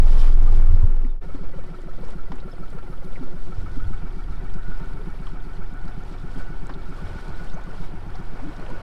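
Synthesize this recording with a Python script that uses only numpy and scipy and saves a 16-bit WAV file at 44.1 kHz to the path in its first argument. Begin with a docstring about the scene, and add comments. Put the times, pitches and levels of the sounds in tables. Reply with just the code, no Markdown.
"""A small outboard pushes an open metal skiff slowly over calm water, heard from aboard.
A loud, shaking opening fades away, then the sound cuts back in quieter; later the throttle opens a little.
Throughout, the shaft shakes the boat as sines, filtered noise and pulses chug and thump every third turn,
and resonances ring the hull. Noise and grains make the bow wash, decaying tones its thuds and drips;
low noise is wind nudging the microphone, bright noise a fine hiss."""
import sys
import numpy as np
from scipy import signal
from scipy.fft import rfft, irfft, next_fast_len
from scipy.io import wavfile
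from scipy.ndimage import map_coordinates

SR = 44100
rng = np.random.default_rng(int(sys.argv[2]) if len(sys.argv) > 2 else 0)


def wrap_up_sound(samples):
    """Save the sound to the file named by the first command line argument, as 16-bit audio."""
    columns = np.atleast_2d(samples).T
    # keep every value between -1 and 1, then stretch to whole-number steps
    tamed = np.clip(columns, -1, 1)
    steps = np.round(tamed * 32767).astype(np.int16)
    wavfile.write(sys.argv[1], SR, steps)


N = 388942
T = np.arange(N) / SR
CUT_S = 1.21  # the opening ends and the quieter sound cuts in


def motion():
    """Engine cycles completed, throttle (0-1) and the boat's gain in speed (0-1), which lags behind it."""
    # Engine speed, three turns a cycle. Each row: time in seconds, rate in cycles per second.
    speed_rows = [(0, 6.78), (3.42, 6.71), (3.88, 7.58), (4.7, 7.77), (6.3, 7.665)]
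    idle_hz, cruise_hz = 6.78, 7.7  # cycle rates at throttle 0 and 1
    cut_skip_cycles, hull_lag_s = .43, 3.8
    rate_hz, = curves(speed_rows)
    cycle = np.cumsum(rate_hz) / SR + cut_skip_cycles * (T >= CUT_S)
    throttle = np.clip((rate_hz - idle_hz) / (cruise_hz - idle_hz), 0, 1)
    step = 1 / (hull_lag_s * SR)
    speed = signal.lfilter([step], [1, step - 1], throttle)
    return cycle, throttle, speed


def engine(cycle, throttle, speed, fade):
    """One knock a turn, one strong firing a cycle, and the metal that they set ringing."""
    turn = 3 * cycle
    knocks = unit(beats(turn + .5, scatter_db=1.9) * amp(0.22 * np.cos(2 * np.pi * (cycle - .17))))
    surge = amp(1.0 * np.cos(2 * np.pi * (cycle - .25)) + 1.3 * np.cos(4 * np.pi * (cycle - .27)))
    opening_ring = amp(opening_then(-1, 0))
    body = exhaust(cycle, throttle) + opening_ring * hull(knocks, throttle)
    body = body + gears(turn, surge, throttle) + whoosh(cycle, throttle)
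    metal = hum(turn, throttle) + whine(surge) + opening_resonance(knocks)
    return shaking(turn, throttle, speed, fade) + metal + amp(-47.5) * body


def shaking(turn, throttle, speed, fade):
    """The shaft's unbalance rocks the whole boat once a turn, with overtones at its multiples."""
    # Overtones. Each row: shaft order, relative level in dB.
    shake_orders = [(2, -12), (3, -36), (4, -17), (5, -22), (6, -46.5)]
    # rises with throttle, falls again as the boat gathers speed
    level_db = opening_then(-8, -30.5) + 5 * (throttle - 2 * speed)
    overtones = orders(turn - .07, shake_orders, unsteady_db=4.0)
    overtones = amp(opening_then(-18.5, -39.5)) * fade * overtones  # these fade deeper than the rest
    return amp(level_db) * (np.sqrt(2) * np.cos(2 * np.pi * (turn - .07)) + overtones)


def exhaust(cycle, throttle):
    """Firing pulses swell through the submerged leg and boom in the hull, over a noise rumble."""
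    # Exhaust leg under water. Each row: centre in Hz, width in Hz, relative level in dB.
    pipe_modes = [(170.5, 120, 0)]
    # Hull boom. Each row: centre in Hz, width in Hz, relative level in dB.
    thump_modes = [(258.6, 5.3, -17), (330, 9.1, -15), (369.5, 24, -3)]
    # Harder exhaust under throttle. Each row: centre in Hz, width in Hz, relative level in dB.
    bark_modes = [(325, 58, 0)]
    # Rumble. Each row: frequency in Hz, relative level in dB per Hz.
    drone_spectrum = [(30, -44), (60, 0), (110, 1), (185, 2.5), (228, -2), (290, -2.5), (400, -5.5),
                      (500, -20), (900, -85)]
    thump_spectrum = [(40, -27.5), (105, 5.5), (162, 6.0), (215, 4.0),
                      (260, -12.0), (400, 5.0), (700, -25), (2000, -30)]
    pulses = beats(cycle + 0.0211 + 0.022 * throttle, scatter_db=0.5)
    firing = ring(pulses * amp(opening_then(-2, 0)), pipe_modes)
    thump = coloured(ring(firing, thump_modes), thump_spectrum)
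    bark = ring(ring(firing, bark_modes), bark_modes)
    drone_db = opening_then(5, 1) + np.cos(2 * np.pi * (cycle - 0.026)) + 1.1 * wobble(8.0)
    drone = coloured(noise(), drone_spectrum) * amp(drone_db)
    return amp(-6.5 + 1.1 * throttle) * thump + drone + amp(-20 + 9.1 * throttle) * bark


def hull(knocks, throttle):
    """Each turn knocks hull and cowling into resonance; the chugs melt away as the throttle opens."""
    # Hull ring. Each row: centre in Hz, width in Hz, relative level in dB.
    hull_modes = [(242, 37, 0.5), (310, 8, -12), (368.6, 17.5, 9.5), (731, 18, 3), (828.5, 15, 1),
                  (905, 26, 0), (1143, 11, -2.5), (1776, 15, -5), (2223, 67, -10.5)]
    # Cowling at low throttle. Each row: centre in Hz, width in Hz, relative level in dB.
    chug_modes = [(259, 6.2, -2), (365.4, 5.4, 18.5), (495, 85, 1.5), (666, 28, -1), (1115, 16, -3)]
    knock = ring(0.74 * knocks + 1.94 * rasp(knocks, life_s=0.021), hull_modes)
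    chug = ring(0.23 * knocks + 1.5 * rasp(knocks, life_s=0.0073), chug_modes)
    return amp(-7.5 + 2.0 * throttle) * knock + amp(-3.5 - 21.0 * throttle) * chug


def gears(turn, surge, throttle):
    """The gears repeat one rough pattern every turn, which with fresh noise makes the panels buzz."""
    # Buzzing panels. Each row: centre in Hz, width in Hz, relative level in dB.
    whirr_modes = [(724, 16, 4), (830, 14, 1.5), (934, 42, 2.5), (1215, 20, -6.5), (1336, 49, 9.5),
                   (1447, 52, 2.5), (1790, 13, -12.5), (2230, 23, -4)]
    teeth = rng.standard_normal(1900)
    mesh = teeth[(turn % 1 * len(teeth)).astype(int)]
    return amp(-9.5 + 2.8 * throttle) * ring((0.78 * mesh + noise()) * surge, whirr_modes)


def whoosh(cycle, throttle):
    """After each firing, low noise on a rising carrier sweeps upward over half a cycle."""
    stroke = np.minimum(cycle % 1 / .5, 1)
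    sweep_hz = np.interp(stroke, [0, .5, 1], [900, 1500, 1850])
    carrier = np.sin(2 * np.pi * np.cumsum(sweep_hz) / SR)
    breath = coloured(noise(), [(10, -14.0), (110, -0.5), (220, -3.5)])
    return amp(-13 + 4.0 * throttle) * breath * np.sin(np.pi * stroke) * carrier


def hum(turn, throttle):
    """Steady tones on multiples of the shaft's rotation; their balance shifts with throttle."""
    # Hull and panel tones. Each row: shaft order, level in dB idling, level in dB under throttle.
    hum_orders = [(2, -58, -47.5), (3, -48, -53), (4, -60, -48), (5, -60.5, -54), (6, -54, -56.5),
                  (31, -77, -65), (36, -76, -65)]
    out = np.zeros(N)
    for order, idle_db, cruise_db in hum_orders:
        level_db = idle_db + (cruise_db - idle_db) * throttle + 1.25 * wobble(3.8)
        out += amp(level_db) * np.cos(2 * np.pi * (round(order) * turn + rng.random()))
    return np.sqrt(2) * out


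def whine(surge):
    """One panel sings in spells: surging noise through the same narrow resonance twice."""
    # Singing panel. Each row: centre in Hz, width in Hz, relative level in dB.
    whine_modes = [(1469.5, 67, 0)]
    # Spells. Each row: time in seconds, level in dB.
    whine_levels = [(0, -74), (3.4, -63.5), (3.75, -54), (4.25, -65), (4.65, -51.5), (5, -57), (5.2, -66),
                    (5.87, -52.5), (6.08, -69), (6.4, -49), (6.75, -62), (7.05, -51.5), (7.5, -51.5),
                    (7.9, -62), (8.8, -52)]
    level_db, = curves(whine_levels)
    return amp(level_db) * ring(ring(noise() * surge, whine_modes), whine_modes)


def opening_resonance(knocks):
    """In the opening, bursts of noise after each knock ring a further set of the boat's resonances."""
    # Opening resonances. Each row: centre in Hz, width in Hz, relative level in dB.
    opening_modes = [(205, 50, -0.5), (345, 40, -2), (440, 33, -3), (530, 25, 0), (653, 29, 2),
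                     (832, 30, 12.5), (1135, 45, 4), (1207, 40, -2.5), (1897, 44, -21.5), (2310, 65, -15)]
    return amp(-52.5) * (T < CUT_S) * ring(rasp(knocks, life_s=0.014), opening_modes)


def strokes(cycle, throttle, speed):
    """The chugs, rings and ticks of each cycle; each firing gives a rising thump, then a putt."""
    # Falling chugs, firing top, exhaust bubble, panel rings, valve ticks. Each row: share of the cycle,
    # peak dB idling, peak dB under throttle (both before the opening cut), centre pitch in Hz, life in
    # seconds, glide share, roughness share.
    stroke_rows = [ (.195, -42.5, -63, 510, .024, -0.586, 0.13), (0.58, -45, -60, 490, 0.027, -.55, 0.13),
                   (.86, -44.5, -69, 510, .024, -0.73, 0.077),
                   (0.021, -49.5, -45.5, 326.5, 0.0242, 0.18, 0.097),
                   (0.193, -49, -48, 261.6, 0.04475, 0.12, 0.018),
                   (0.096, -54.5, -53, 860, .03, 0.088, 0.064),
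                   (0.2304, -64, -55, 1490, .022, 0.012, 0.063), (.91, -52, -53, 1400, .04, -0.039, 0.021),
                   (0.4, -59.5, -56.5, 1820, 0.036, 0.035, 0.029),
                   (0.23, -63, -58.5, 2250, .06, 0.01, 0.014), (.81, -57.5, -60, 2000, .035, -0.023, 0.018),
                   (.535, -59, -58, 3350, 0.019, 0.054, 0.085),
                   (.7, -62.5, -60.5, 4500, 0.012, 0.072, 0.05)]
    # Strong and weak spells of the putt. Each row: time in seconds, peak dB (before the opening cut).
    putt_levels = [(0, -52.5), (1.3, -47), (1.6, -54), (1.75, -44), (1.89, -42), (2.04, -51), (2.19, -43),
                   (2.34, -53), (2.49, -46), (2.64, -41), (2.94, -42.5), (3.08, -49), (3.23, -45),
                   (3.38, -55), (3.53, -41.5), (3.8, -39.5), (4.07, -43), (4.6, -45.5), (5, -45),
                   (8.8, -54)]
    out = np.zeros(N)
    passes = lambda phase: np.flatnonzero(np.diff(np.floor(phase)))
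    for at, idle_db, cruise_db, hz, life_s, glide, rough in stroke_rows:
        for i in passes(cycle - at):
            size, detune = rng.standard_normal(2)
            db = idle_db + (cruise_db - idle_db) * throttle[i] + 1.9 * size
            add(out, T[i] - life_s / 2, amp(db) * chirp(hz * (1 + .012 * detune), life_s, glide, rough))

    thump_life_s = 0.0396  # exhaust bubble; comes earlier under throttle
    for i in passes(cycle - 0.0276 + 0.0292 * throttle):
        thump = chirp(163.6, thump_life_s, glide=0.54, rough=.06)
        db = -33 + 0.9 * throttle[i] + 0.6 * rng.standard_normal()
        add(out, T[i] - thump_life_s / 2, amp(db) * thump)

    putt_db, = curves(putt_levels)
    putt_life_s = .032
    for i in passes(cycle - 0.2465 + 0.04035 * throttle):
        putt = chirp(1319 + 50 * speed[i], putt_life_s, glide=0.084 + 0.15 * speed[i], rough=0.036)
        add(out, T[i] - putt_life_s / 2, amp(putt_db[i]) * putt)
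    return out * amp(opening_then(-2, 0))


def water(speed):
    """The bow wave gurgles, fizzes and patters, changing with speed and swelling with each passing wave."""
    # Waves along the bow. Each row: crest in seconds, rise in seconds, fall in seconds,
    # wash level in dB and spray level in dB, both before the trims below.
    wave_rows = [(.25, 0.19, 0.056, -43, -49), (.56, 0.13, 0.056, -49.5, -58),
                 (2.11, 0.097, 0.018, -49, -61.5), (2.35, 0.042, 0.099, -53, -73),
                 (3.7, 0.56, .3, -56.5, -64), (4.72, 0.069, 0.32, -55, -67), (5.27, 0.046, 0.044, -57, -63),
                 (6.15, 0.14, 0.3, -55, -65), (6.4, 0.055, 0.025, -46.5, -59),
                 (7.05, 0.12, 0.39, -46.5, -58.5), (7.45, 0.064, 0.028, -50, -59),
                 (7.85, 0.13, 0.034, -47.5, -59.5), (8.16, 0.03, 0.098, -50, -66),
                 (8.7, 0.28, 0.56, -44, -61)]
    # Wash. 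Each row: frequency in Hz, relative level in dB per Hz.
    wash_spectrum = [(200, -8.5), (420, -3.5), (600, -4), (830, -4.7), (1150, -5.5), (1500, -10.5),
                     (1950, -13), (2400, -15), (3200, -22.5), (6000, -86)]
    # Spray. Each row: frequency in Hz, relative level in dB per Hz.
    spray_spectrum = [(900, -18), (1800, -21), (3000, 5.5), (4500, 4), (5500, 2), (6500, -5), (8000, -4),
                      (9800, -8), (12000, -12.5), (15500, -28)]
    wash_swells = [(s, rise, fall, db) for s, rise, fall, db, _ in wave_rows]
    spray_swells = [(s, rise, fall, db) for s, rise, fall, _, db in wave_rows]
    wash_db = swelling(opening_then(-46.5, -53) + 5.5 * speed, wash_swells)
    spray_db = swelling(opening_then(-61, -64.5) + 1.5 * speed, spray_swells)
    gurgle = grains(rate_hz=250, low_hz=379, high_hz=2550, cycles=2.6, spread_db=2.5)
    fizz = grains(rate_hz=540, low_hz=1820, high_hz=10380, cycles=17.0, spread_db=2.5)
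    wash = coloured(noise() + 0.21 * gurgle, wash_spectrum) * amp(wash_db - 1 + 1.3 * wobble(25))
    spray = coloured(noise() + opening_then(0.31, .42) * fizz, spray_spectrum)
    spray = spray * amp(spray_db - 0.5 + 1.1 * wobble(30))
    patter_db = np.minimum(spray_db, -57.5) - 10.5  # droplets stop growing in heavy spray
    return wash + spray + amp(patter_db) * patter()


def patter():
    """Droplets of spray land as short, bright ticks of decaying noise, at rms 1."""
    # Tick colour. Each row: frequency in Hz, relative level in dB per Hz.
    patter_spectrum = [(2000, -22.5), (4300, 8.5), (5500, 0), (7500, -1.5), (10000, -4), (13000, -14)]
    drops_per_s, spread_db, life_s = 70, 3.5, .0025
    hits = (rng.random(N) < drops_per_s / SR) * amp(spread_db * np.clip(noise(), -2, 1.5))
    return coloured(lag(hits, life_s) * noise(), patter_spectrum)


def splashes():
    """Single waves thud and slap on the hull, drops fall back and larger bubbles chirp."""
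    # Waves under the bow. Each row: start in seconds, level in dB before a 7.5 dB cut, pitch that it
    # sags to in Hz, t60 in seconds.
    thud_rows = [(1.047, -10.5, 249, 0.083), (1.345, -15.5, 268, 0.072), (2.326, -20, 246, 0.12),
                 (3.208, -17.5, 254, 0.14), (3.767, -21, 261, 0.11), (6.355, -23.5, 257, 0.19),
                 (6.705, -24, 272, 0.089)]
    # Wavelets on the side. Each row: start in seconds, level in dB, t60 in seconds, tilt in dB per octave.
    slap_rows = [(1.347, -42, 0.079, -0.5), (2.318, -29.5, 0.034, 0), (2.784, -38, 0.032, 0.5),
                 (6.693, -33.5, 0.11, -2)]
    # Slap colour before tilt. Each row: frequency in Hz, relative level in dB per Hz.
    slap_spectrum = [(250, 1), (550, 2), (950, 8), (1500, 3), (2900, -11), (5600, -15.5), (9000, -38)]
    # Drops falling back. Each row: start in seconds, level in dB, pitch in Hz, t60 in seconds.
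    drop_rows = [(0.43, -53, 5200, .025), (0.832, -58.5, 7000, .03), (1.047, -40, 1980, 0.028),
                 (1.517, -66, 7500, .015), (1.667, -66, 7000, .015), (1.817, -59, 7500, .02),
                 (2.006, -60, 12500, .01), (2.05, -55, 5200, .025), (2.082, -57, 7000, .025),
                 (2.104, -55, 8100, 0.023), (2.357, -54, 7200, .014), (2.39, -51, 2350, .03),
                 (2.401, -51.5, 3800, 0.043), (2.703, -56, 7500, 0.013), (2.732, -59, 8000, .015),
                 (3.156, -47, 2130, 0.043), (3.544, -61, 6000, .015), (3.59, -62, 7500, .03),
                 (4.539, -51, 4870, .022), (4.788, -58, 8000, .012), (4.857, -60, 6500, 0.023),
                 (5.215, -59, 8000, .012), (5.269, -41, 3160, 0.012), (5.738, -61, 7000, .025),
                 (5.88, -51, 4770, 0.025), (6.035, -56, 5500, .02), (6.123, -62, 5800, .02),
                 (6.317, -57, 7550, .018), (6.383, -56, 8400, .02), (6.396, -58, 7200, .03),
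                 (6.669, -46, 7800, 0.0091), (6.738, -48.5, 3600, 0.047), (6.819, -50.5, 3400, 0.048),
                 (6.894, -61, 7700, .035), (7.444, -64, 7200, .03), (7.499, -44, 3700, 0.016),
                 (7.637, -59, 6800, .03), (8.154, -50, 4520, 0.037), (8.434, -58, 5760, .02),
                 (8.564, -52, 5500, .025), (8.663, -39, 2480, 0.019)]
    # Bubbles and gulps. Each row: start in seconds, peak in dB, centre pitch in Hz, life in seconds,
    # glide share.
    bubble_rows = [(0.466, -41, 1220, 0.029, .05), (1.065, -55, 3600, 0.091, -0.06),
                   (2.375, -53, 2600, 0.03, 0.83), (2.509, -53.5, 5280, 0.022, .06),
                   (3.15, -43, 2066, 0.027, -0.455), (4.98, -39.5, 416, 0.051, .2),
                   (5.256, -41.5, 1115, 0.036, -0.6), (6.98, -40, 1114, 0.019, 0.31),
                   (7.311, -42.5, 333, 0.066, 0.013), (7.532, -53.5, 6170, 0.023, -0.012),
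                   (7.546, -38, 717, 0.062, 1.3), (7.558, -47, 1240, 0.028, -.3),
                   (7.664, -44, 1170, .022, -.1), (7.698, -44, 1367, 0.022, .05),
                   (7.72, -48, 905, 0.039, 1.1), (8.138, -40, 730, 0.029, 0.28),
                   (8.388, -36, 754, 0.019, -0.3), (8.412, -33, 283.5, 0.063, 0.52),
                   (8.456, -32, 300, 0.061, 0.28), (8.609, -38.5, 365, 0.046, -0.094),
                   (8.63, -43, 607, 0.03, 0.0095), (8.675, -38, 503, 0.044, 0.033),
                   (8.688, -39, 952, 0.039, 0.56)]
    out, t = np.zeros(N), np.arange(SR // 3) / SR
    for s, db, hz, t60_s in thud_rows:
        sag = 1 + 0.049 * np.exp(-t / 0.011)
        tone = np.sin(2 * np.pi * np.cumsum(hz * sag) / SR)
        add(out, s, amp(db - 7.5 - 60 * t / t60_s) * (1 - np.exp(-t / 0.0027)) * tone)
    for s, db, t60_s, tilt_db in slap_rows:
        colour = [(hz, level + tilt_db * np.log2(hz / slap_spectrum[0][0])) for hz, level in slap_spectrum]
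        burst = coloured(noise(), colour)[:len(t)]
        add(out, s, amp(db - 60 * t / t60_s) * (1 - np.exp(-t / 0.001)) * burst)
    for s, db, hz, t60_s in drop_rows:
        band = signal.butter(3, [hz * .75, min(hz * 1.3, SR / 2 - 1)], "bandpass", fs=SR)
        splat = unit(signal.lfilter(*band, rng.standard_normal(len(t))))
        drop = 1.06 * np.sin(2 * np.pi * hz * t) + 0.98 * splat
        add(out, s, amp(db - 60 * t / t60_s) * (1 - np.exp(-t * hz)) * drop)
    for s, db, hz, life_s, glide in bubble_rows:
        rough = 0.021 + 0.15 * abs(glide) * (hz > 1500)  # fast, high glides splash
        add(out, s, amp(db) * chirp(hz, life_s, glide, rough))
    return out


def wind(throttle):
    """Air pressure swings as the boat rocks under throttle; low noise buffets in gusts, with a few bumps."""
    # Gusts on the microphone. Each row: peak in seconds, rise in seconds, fall in seconds, level in dB.
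    gust_rows = [(0, 0.092, 0.76, -27.5), (3.6, 0.05, 0.091, -33), (3.88, 0.17, 0.12, -32),
                 (4.33, 0.071, 0.12, -34), (7.08, 0.037, 0.068, -33), (7.32, 0.048, 0.041, -39)]
    # Buffeting. Each row: frequency in Hz, relative level in dB per Hz.
    buffet_spectrum = [(8, -59), (18, -6), (35, -2.5), (75, -6.5), (110, -12), (170, -26), (400, -61.5)]
    # Slow air pressure. Each row: frequency in Hz, relative level in dB per Hz.
    sway_spectrum = [(.5, -23.5), (2, 12.5), (4, 14.5), (8, -18.5), (14, -18), (25, -19), (60, -53)]
    # Bumps on the microphone. Each row: centre in seconds, peak in dB, pitch in Hz, half-length in seconds.
    bump_rows = [(0.706, -17, 79, 0.019), (0.744, -13, 81.6, 0.021), (0.843, -8, 77, 0.017),
                 (3.587, -20.5, 79, 0.0086), (3.864, -21, 78, 0.019), (4.319, -30, 80, 0.026),
                 (7.052, -25, 81, 0.018), (7.302, -32, 101, 0.018)]
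    rock_period_s, rock_crest_s = 0.99, 4.63
    buffet_db = swelling(-47 + 0.5 * throttle, gust_rows) + 0.75 * wobble(25)
    sway_db = -22 + 5.5 * throttle * np.cos(2 * np.pi * (T - rock_crest_s) / rock_period_s)
    out = coloured(noise(), buffet_spectrum) * amp(buffet_db)
    out += coloured(noise(), sway_spectrum) * amp(sway_db)
    for s, db, hz, half_s in bump_rows:
        u = np.clip((T - s) / half_s, -1, 1)
        out += amp(db) * np.cos(np.pi * u / 2) ** 2 * np.cos(2 * np.pi * hz * (T - s))
    return out


def hiss():
    """Fine coloured noise that wavers and swells."""
    # Hiss colour. Each row: frequency in Hz, relative level in dB per Hz.
    air_spectrum = [(1500, 5.5), (3000, -4), (5200, -3), (6500, -23), (8200, -5.5), (9700, 3.5),
                    (11500, -5), (13500, -4), (15700, -8)]
    # Swells. Each row: peak in seconds, rise in seconds, fall in seconds, level in dB.
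    hiss_swells = [(2.8, .2, .3, -68.5), (5, .35, .3, -71), (7.2, .25, .25, -85)]
    return amp(swelling(-73, hiss_swells) + 1.1 * wobble(18)) * coloured(noise(), air_spectrum)


def amp(db):
    """Decibels to gain."""
    return 10 ** (np.asarray(db) / 20)


def unit(x):
    """Scaled to rms 1."""
    return x / np.sqrt(np.mean(x ** 2) + 1e-20)


def curves(rows):
    """One value per sample for each column after the time."""
    s, *cols = np.transpose(rows)
    return [np.interp(T, s, c) for c in cols]


def opening_then(opening, later):
    """One value in the opening, another after the cut."""
    return np.interp(T, [CUT_S - .012, CUT_S], [opening, later])


def swelling(steady_db, swells):
    """Level in dB of a steady sound plus swells (s, rise s, fall s, dB) that add in power."""
    power = amp(steady_db) ** 2
    for s, rise_s, fall_s, db in swells:
        power = power + amp(db) ** 2 * np.exp(-((T - s) / np.where(T < s, rise_s, fall_s)) ** 2)
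    return 10 * np.log10(power)


def wobble(rate_hz):
    """A smooth random curve, rate_hz knots a second."""
    return map_coordinates(rng.standard_normal(int(N * rate_hz / SR) + 4), [T * rate_hz])


def noise():
    """Fresh white noise."""
    return rng.standard_normal(N)


def filtered(x, response):
    """x times a complex response of frequency."""
    size = next_fast_len(N + SR // 2)
    return irfft(rfft(x, size) * response(np.fft.rfftfreq(size, 1 / SR)), size)[:N]


def coloured(x, points):
    """x through a (Hz, dB) spectrum that closes an octave above its last point, at rms 1."""
    hz, db = np.transpose([*points, (2 * points[-1][0], -140)])
    return unit(filtered(x, lambda f: amp(np.interp(np.log(f + 1), np.log(hz + 1), db))))


def ring(x, modes):
    """x through resonances (Hz, width Hz, dB) that pass little above the highest one, at rms 1."""
    edge_hz = 1.2 * max(hz for hz, _, _ in modes)

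    def response(f):
        peaks = sum(amp(db) * 1j * f * w / (c * c - f * f + 1j * f * w) for c, w, db in modes)
        return peaks / (1 + 1j * f / edge_hz - (f / edge_hz) ** 2)

    return unit(filtered(x, response))


def beats(phase, scatter_db):
    """An impulse of uneven size each time the phase passes a whole number."""
    ticks = np.diff(np.floor(phase), append=np.floor(phase[-1]))
    return ticks * amp(scatter_db * np.clip(noise(), -2, 2))


def lag(x, life_s):
    """x through a one-pole exponential decay."""
    return signal.lfilter([1], [1, -np.exp(-1 / (life_s * SR))], x)


def rasp(blows, life_s):
    """Every impulse becomes a short burst of noise with a soft front, at rms 1."""
    rise_s = 0.0018
    return unit(lag(lag(blows, life_s), rise_s) * noise())


def grains(rate_hz, low_hz, high_hz, cycles, spread_db):
    """Many tiny bubbles: damped sines of random pitch and size, at rms 1."""
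    when, pitch, size = rng.random((int(rate_hz * N / SR), 3)).T[:, :, None]
    hz, k = low_hz * (high_hz / low_hz) ** pitch, np.arange(300)
    turns = hz * k / SR
    decay = np.exp(-turns / cycles) * (1 - k / len(k))
    wave = amp(-spread_db * np.log(size + 0.0065)) * np.sin(2 * np.pi * turns) * decay
    return unit(np.bincount(((when * N).astype(int) + k).ravel(), wave.ravel(), N)[:N])


def orders(turn, table, unsteady_db):
    """Unsteady sines on multiples of the shaft's rotation, at rms 1."""
    first = table[0][0]
    out = np.zeros(N)
    for order, db in table:
        phase = 2 * np.pi * round(order) * turn + (order - first) * rng.normal(0, 0.27)
        out += amp(db + unsteady_db * wobble(11.0)) * np.cos(phase)
    return unit(out)


def chirp(hz, life_s, glide, rough):
    """A soft-edged tone of peak 1 that glides through hz while its pitch trembles."""
    t = np.arange(SR // 10) / SR
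    u = np.minimum(t / life_s, 1)
    tremble = np.interp(t, np.linspace(0, t[-1], 60), rng.standard_normal(60))
    pitch_hz = hz * (np.exp(glide * (u - .5)) + rough * tremble)
    return np.sin(np.pi * u) ** 2 * np.sin(2 * np.pi * (np.cumsum(pitch_hz) / SR + rng.random()))


def add(track, s, sound):
    """Mix a sound in at time s."""
    part = track[max(0, round(s * SR)):][:len(sound)]
    part += sound[:len(part)]


def scene():
    """Engine, water, wind and hiss; all fades low before the sound cuts back in."""
    cycle, throttle, speed = motion()
    fade_s, return_s, fade_power, floor_db = 0.48, 0.024, 0.7, -27.5
    fade = np.clip(np.maximum((CUT_S - T) / fade_s, (T - CUT_S) / return_s), 0, 1) ** fade_power
    fade = np.maximum(fade, amp(floor_db))
    motor = engine(cycle, throttle, speed, fade) + strokes(cycle, throttle, speed)
    return (motor + water(speed) + splashes() + wind(throttle) + hiss()) * fade


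def record(dry):
    """The largest swings are rounded off, the end is eased out and nothing is kept above the band limit."""
    top_hz, ease_s = 15720, .004
    rounded = dry / (1 + np.abs(dry) ** 8) ** (1 / 8)
    ease = np.minimum((T[-1] - T) / ease_s, 1)
    return filtered(rounded * ease, lambda hz: hz < top_hz)


dry = scene()
out = record(dry)
wrap_up_sound(out)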